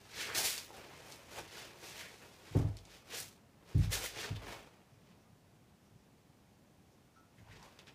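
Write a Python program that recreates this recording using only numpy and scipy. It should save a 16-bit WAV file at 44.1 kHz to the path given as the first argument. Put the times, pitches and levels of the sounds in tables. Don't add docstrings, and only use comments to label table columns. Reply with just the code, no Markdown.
import sys
import numpy as np
from scipy import signal
from scipy.fft import rfft, irfft, next_fast_len
from scipy.io import wavfile

SR = 44100
rng = np.random.default_rng(int(sys.argv[2]) if len(sys.argv) > 2 else 0)


def store_wav(level_fs):
    pcm = np.round(np.clip(np.atleast_2d(level_fs), -1, 1) * 32767)
    wavfile.write(sys.argv[1], SR, pcm.T.astype(np.int16))


N = 350154
TIME = np.arange(N) / SR


def litter():
    # pitch in Hz, relative level in dB.
    grind_tone = [(300, -17), (700, -18.5), (1050, -16), (1400, -8), (1900, -3), (3000, -3.5), (5000, -5.5),
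                  (6500, -10), (9000, -20.5), (15000, -35)]
    spray_tone = [(1500, -12), (3500, -3.5), (6000, -1), (7500, -3), (10000, -5.5), (13000, -8.5),
                  (15500, -11.5)]
    press_tone = [(60, -4.5), (130, -2.5), (200, -10), (280, -5), (400, 1), (560, -2.5), (800, -4),
                  (1050, -6.5), (1500, -9.5), (2500, -10.5), (6000, -30.5)]
    grind_db, spray_db, press_db = 10 * np.log10(cat_pushes())
    usual_grind_db = -58
    slips = from_db(0.43 * drift(rate=88))
    collisions = grains(per_s=7000 * from_db(0.55 * (grind_db - usual_grind_db)), spread_db=3.0)
    crunch = rng.standard_normal((3, N)) * collisions
    grind = from_db(0.3) * coloured(crunch[0], grind_tone)
    grind += from_db(-8) * clinks(per_s=450, spread_db=3.5, cycles=32)
    spray = from_db(spray_db + 5.0) * coloured(crunch[1], spray_tone)
    press = from_db(press_db - 1.53 + 2.0 * drift(rate=25)) * coloured(crunch[2], press_tone)
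    return slips * (from_db(grind_db) * grind + spray + press) + flung_granules(spray_db)


def cat_pushes():
    # peak time, rise and fall in seconds, grinding level in dB,
    # then spray and pressure in dB compared with the grinding.
    pushes = [(0.219, 0.073, .077, -42.5, -10, -8), (0.295, 0.027, 0.033, -53, -12, 9),
              (0.35, 0.0039, 0.051, -39, -6, -10), (0.381, 0.027, 0.08, -46, 7.5, 1),
              (0.45, 0.019, 0.11, -41, 2.5, -7.5), (0.755, 0.032, 0.17, -61.5, -9.5, 4.5),
              (1.0, 0.12, 0.14, -63.5, -12, 7), (1.13, 0.12, 0.072, -62, -2, -1),
              (1.392, 0.091, 0.043, -54, -4.5, 2.5), (1.59, 0.11, 0.097, -52, -9.5, -1.5),
              (1.855, 0.057, 0.3, -55, -6, -1.5), (2.005, 0.057, 0.052, -52.5, -8.5, -8),
              (2.47, 0.032, 0.081, -61.5, -14, 3.5), (2.575, 0.06, 0.059, -59, -8, -1),
              (2.944, 0.079, 0.08, -61, -8, 0), (3.146, 0.043, .05, -47.5, -17, -3.5),
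              (3.184, 0.063, 0.083, -54.5, 5.5, -0.5), (3.695, 0.042, 0.25, -65.5, -7.5, 4),
              (3.845, 0.055, 0.037, -53, -7.5, -1.5), (3.93, 0.016, 0.069, -41, 0, -4.5),
              (4.055, 0.065, 0.051, -45.5, -2, -5.5), (4.212, 0.073, 0.048, -45, -12, -3.5),
              (4.248, 0.06, 0.058, -48, -13.5, -1), (4.527, 0.095, 0.043, -55, -9, 7.5),
              (4.59, 0.47, 0.14, -65.5, -9, 7.5), (5.095, 0.15, 0.12, -75.5, -25, 6),
              (7.39, 0.038, .06, -76, -5, 6.5), (7.56, 0.092, 0.19, -66, -26, 3),
              (7.64, 0.032, 0.21, -71.5, -6, 10.5), (7.882, 0.016, 0.03, -59.5, -25, -3)]
    wriggle_db, wriggle_end_s, fade_s = -69.5, 2.95, 0.34
    wriggle = from_db(wriggle_db) * np.clip((wriggle_end_s - TIME) / fade_s, 0, 1)
    grind = wriggle ** 2 + 1e-12
    spray, press = grind * from_db(-5) ** 2, grind * from_db(5.5) ** 2
    for s, rise_s, fall_s, grind_db, spray_db, press_db in pushes:
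        near = slice(*np.searchsorted(TIME, [s - 4 * rise_s, s + 6 * fall_s]))
        before, after = np.maximum(s - TIME[near], 0), np.maximum(TIME[near] - s, 0)
        drop_db = 11 * ((before / rise_s) ** 1.29 + (after / fall_s) ** 1.17)
        grind[near] += from_db(grind_db - drop_db) ** 2
        spray[near] += from_db(grind_db + spray_db - 1.17 * drop_db) ** 2
        press[near] += from_db(grind_db + press_db - 0.62 * drop_db) ** 2
    return grind, spray, press


def grains(per_s, spread_db):
    sizes = from_db(spread_db * np.minimum(rng.exponential(1, N), 5))
    chance = np.clip(per_s / SR, 1e-4, 1)
    hits = sizes ** 2 * (rng.random(N) < chance) / chance
    energy = die_away(hits, fade_s=0.0019)
    return np.sqrt(energy / energy.mean())


def clinks(per_s, spread_db, cycles):
    age = TIME[:SR // 100]
    when, pitch, loudness = rng.random((round(per_s * N / SR), 3)).T[:, :, None]
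    hz = 1400 * 6 ** pitch
    strength = from_db(spread_db * np.minimum(-np.log(1 - loudness), 4))
    rings = strength * np.sin(2 * np.pi * hz * age) * np.exp(-np.log(1000) * age * hz / cycles)
    at = (when * N).astype(int) + np.arange(len(age))
    return rms_one(np.bincount(at.ravel(), rings.ravel(), N)[:N])


def flung_granules(spray_db):
    usual_spray_db, usual_hits_per_s = -60, 35
    extra_db = spray_db - usual_spray_db
    lands = rng.random(N) < usual_hits_per_s * from_db(0.49 * extra_db) / SR
    sizes = from_db(-50 + extra_db + 4.5 * np.minimum(rng.exponential(1, N), 2))
    cracks = die_away(lands * sizes, fade_s=0.0005) * rng.standard_normal(N)
    return butter(cracks, 8400, "high")


def tray_bumps():
    # start in seconds, relative level in dB, treble limit in Hz, rebounds (rounded to 0 or 1).
    bumps = [(0.975, -66, 190, 0.91), (1.384, -59, 200, 0), (2.503, -50.5, 170, 0), (2.549, -28.5, 580, 1),
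             (2.638, -31.5, 165, 1), (3.199, -58.5, 171, 0), (3.744, -27, 162, 0), (3.778, -23.5, 114, 0),
             (3.864, -35.5, 90, 0.91), (4.299, -38.5, 175, 0.58), (4.419, -53, 142, 1),
             (5.912, -63, 129, 0.66), (7.401, -58, 131, 1), (7.485, -55.5, 130, 0), (7.548, -61, 160, 0)]
    # pitch in Hz, relative level in dB, ring time in seconds.
    notes = [(49, -8.5, 0.67), (61.6, -13.5, 0.58), (82.4, -3.5, 0.25), (101.7, 5, 0.31), (142.3, 5, 0.11),
             (166.2, -0.5, 0.33), (250.8, -8, 0.49), (278.3, -4, 0.27), (291, -4.5, 0.19),
             (371.5, -2.5, 0.14), (505, -9.5, 0.21), (576, -24.5, 0.47), (650, -16, 0.48), (820, -23, 0.84),
             (890, -11, 0.16), (1010, -29, 0.19)]
    rebound_s, loss_db, softening = 0.0447, 4.5, 0.54
    blows = np.zeros(N)
    for s, level_db, limit_hz, rebounds in bumps:
        for k in range(round(rebounds) + 1):
            at = round((s + k * rebound_s) * SR)
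            blow = butter(signal.unit_impulse(2048), limit_hz * softening ** k, "low")
            blows[at:at + len(blow)] += from_db(level_db - k * loss_db) * blow
    body = sum(from_db(db) * ring(blows, hz, t60) * (-1) ** k for k, (hz, db, t60) in enumerate(notes))
    shudder = butter(reflections(blows, t60=0.47, delay=0.0031), [120, 2500], "band")
    return body + from_db(35) * shudder


def scuffs():
    # middle in seconds, length in seconds, level in dB, pitch in Hz.
    rubs = [(0.229, 0.077, -49, 2200), (.30, 0.024, -48, 1020), (.35, 0.11, -47, 1710),
            (0.4, 0.031, -46.5, 785), (0.45, 0.01, -41.5, 615), (.755, 0.028, -55.5, 670),
            (1.385, 0.032, -50, 845), (2.035, 0.09, -53.5, 2040), (3.15, 0.022, -55, 527),
            (3.932, 0.022, -51, 540), (3.978, 0.048, -53, 780), (4.045, 0.013, -43, 543),
            (4.246, 0.017, -49, 1650), (4.364, 0.016, -51.5, 3330), (7.389, 0.022, -66.5, 2050),
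            (7.485, 0.031, -64, 900), (7.524, 0.023, -57, 2000), (7.644, 0.068, -60.5, 970)]
    return swells(rubs, width=0.24)


def ticks():
    # start in seconds, peak level in dB, pitch in Hz.
    taps = [(.349, -30, 4470), (.579, -28.5, 4850), (0.705, -40.5, 750), (.767, -47, 9000),
            (1.122, -39, 4580), (1.999, -36, 2240), (2.569, -45, 10000), (2.59, -42.5, 7040),
            (2.769, -42, 4830), (2.788, -44, 4350), (2.853, -47, 4630), (3.2025, -29, 9000),
            (3.781, -45.5, 8500), (3.923, -44, 5030), (7.163, -61, 1420), (7.628, -48, 5000),
            (7.790, -43.5, 3170), (7.871, -49, 2400)]
    out, age = np.zeros(N), TIME[:SR // 20]
    for (s, peak_db, hz), noise in zip(taps, rng.standard_normal((len(taps), len(age)))):
        crack, buzz = np.exp(-age / 0.00078), 0.3 * np.exp(-age / 0.017)
        tick = butter(noise * (crack + buzz), hz * np.sqrt([.5, 2]), "band", order=1)
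        tick = butter(tick, 2 * hz, "low", order=1)
        at = round(s * SR)
        out[at:at + len(age)] += from_db(peak_db) * tick / np.abs(tick).max()
    return out


def pings():
    # start in seconds, level in dB, pitch in Hz, ring time in seconds.
    touches = [(5.255, -73, 1220, .3), (7.16, -64, 1320, .33), (7.162, -68, 1425, .38)]
    return sum(from_db(db) * ring(signal.unit_impulse(N, round(s * SR)), hz, t60)
               for s, db, hz, t60 in touches)


def twitters():
    times = [4.94, 5.221, 5.86, 6.011, 6.94, 7.18]
    length_s, level_db, hz = 0.05, -81, 5720
    return swells([(s, length_s, level_db, hz) for s in times], width=0.14)


def room_rumble():
    # pitch in Hz, relative level in dB.
    room_tone = [(15, -30), (25, -21), (86, -4), (151, -3.5), (252, -7), (388, -12.5), (612, -15),
                 (664, -16), (719, -14.5), (823, -17), (1370, -23), (2680, -26), (4020, -29), (5550, -29.5),
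                 (15400, -37.5)]
    steady = from_db(-65.5) * coloured(rng.standard_normal(N), room_tone)
    waver = from_db(-78.5 + 6.8 * drift(rate=7))
    return steady + waver * rms_one(butter(rng.standard_normal(N), [90, 200], "band"))


def reflections(x, t60, delay):
    age = TIME[:SR // 2]
    tail = rng.standard_normal(len(age)) * from_db(-60 * age / t60) * (age > delay)
    return signal.fftconvolve(x, tail / np.sqrt(np.sum(tail ** 2)))[:N]


def swells(rows, width):
    out, age = np.zeros(N), TIME[:SR // 4]
    middle = age.mean()
    for (s, length_s, db, hz), noise in zip(rows, rng.standard_normal((len(rows), len(age)))):
        band = rms_one(butter(noise, [hz * (1 - width / 2), hz * (1 + width / 2)], "band", order=1))
        at = round((s - middle) * SR)
        out[at:at + len(age)] += from_db(db) * band * np.exp(-2 * ((age - middle) / length_s) ** 2)
    return out


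def ring(clicks, hz, t60):
    decay, step = from_db(-60 / (t60 * SR)), 2 * np.pi * hz / SR
    return signal.lfilter([0, np.sin(step)], [1, -2 * decay * np.cos(step), decay ** 2], clicks + 1e-18)


def die_away(hits, fade_s):
    return signal.lfilter([1], [1, -np.exp(-1 / (fade_s * SR))], hits + 1e-18)


def coloured(x, tone):
    size = next_fast_len(N)
    hz, db = np.transpose(tone)
    bins = np.maximum(np.arange(size // 2 + 1) * SR / size, 1)
    gain = from_db(np.interp(np.log(bins), np.log(hz), db))
    gain *= np.minimum(bins / hz[0], 1) ** 2
    return rms_one(irfft(rfft(x, size) * gain, size)[:N])


def drift(rate):
    return rms_one(butter(rng.standard_normal(N), rate / 2, "low"))


def butter(x, hz, kind, order=2):
    sections = signal.butter(order, np.clip(hz, 10, .45 * SR), kind, fs=SR, output="sos")
    return signal.sosfilt(sections, x + 1e-18)


def rms_one(x):
    return x / np.sqrt(np.mean(x ** 2) + 1e-20)


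def from_db(db):
    return 10 ** (np.asarray(db) / 20)


def scene():
    crisp = litter() + scuffs() + ticks() + pings()
    thuds = tray_bumps()
    echo = from_db(-7.5) * butter(reflections(crisp, t60=0.16, delay=0.0049), 6000, "low", order=1)
    echo += from_db(-17) * reflections(thuds, t60=0.4, delay=0.015)
    return (crisp + thuds + echo + room_rumble() + twitters())[None]


def record(dry):
    bass_hz, treble_hz = 22, 15400
    thin = butter(dry, bass_hz, "high")
    return signal.sosfilt(signal.ellip(12, .1, 80, treble_hz, fs=SR, output="sos"), thin)


dry = scene()
out = record(dry)
store_wav(out)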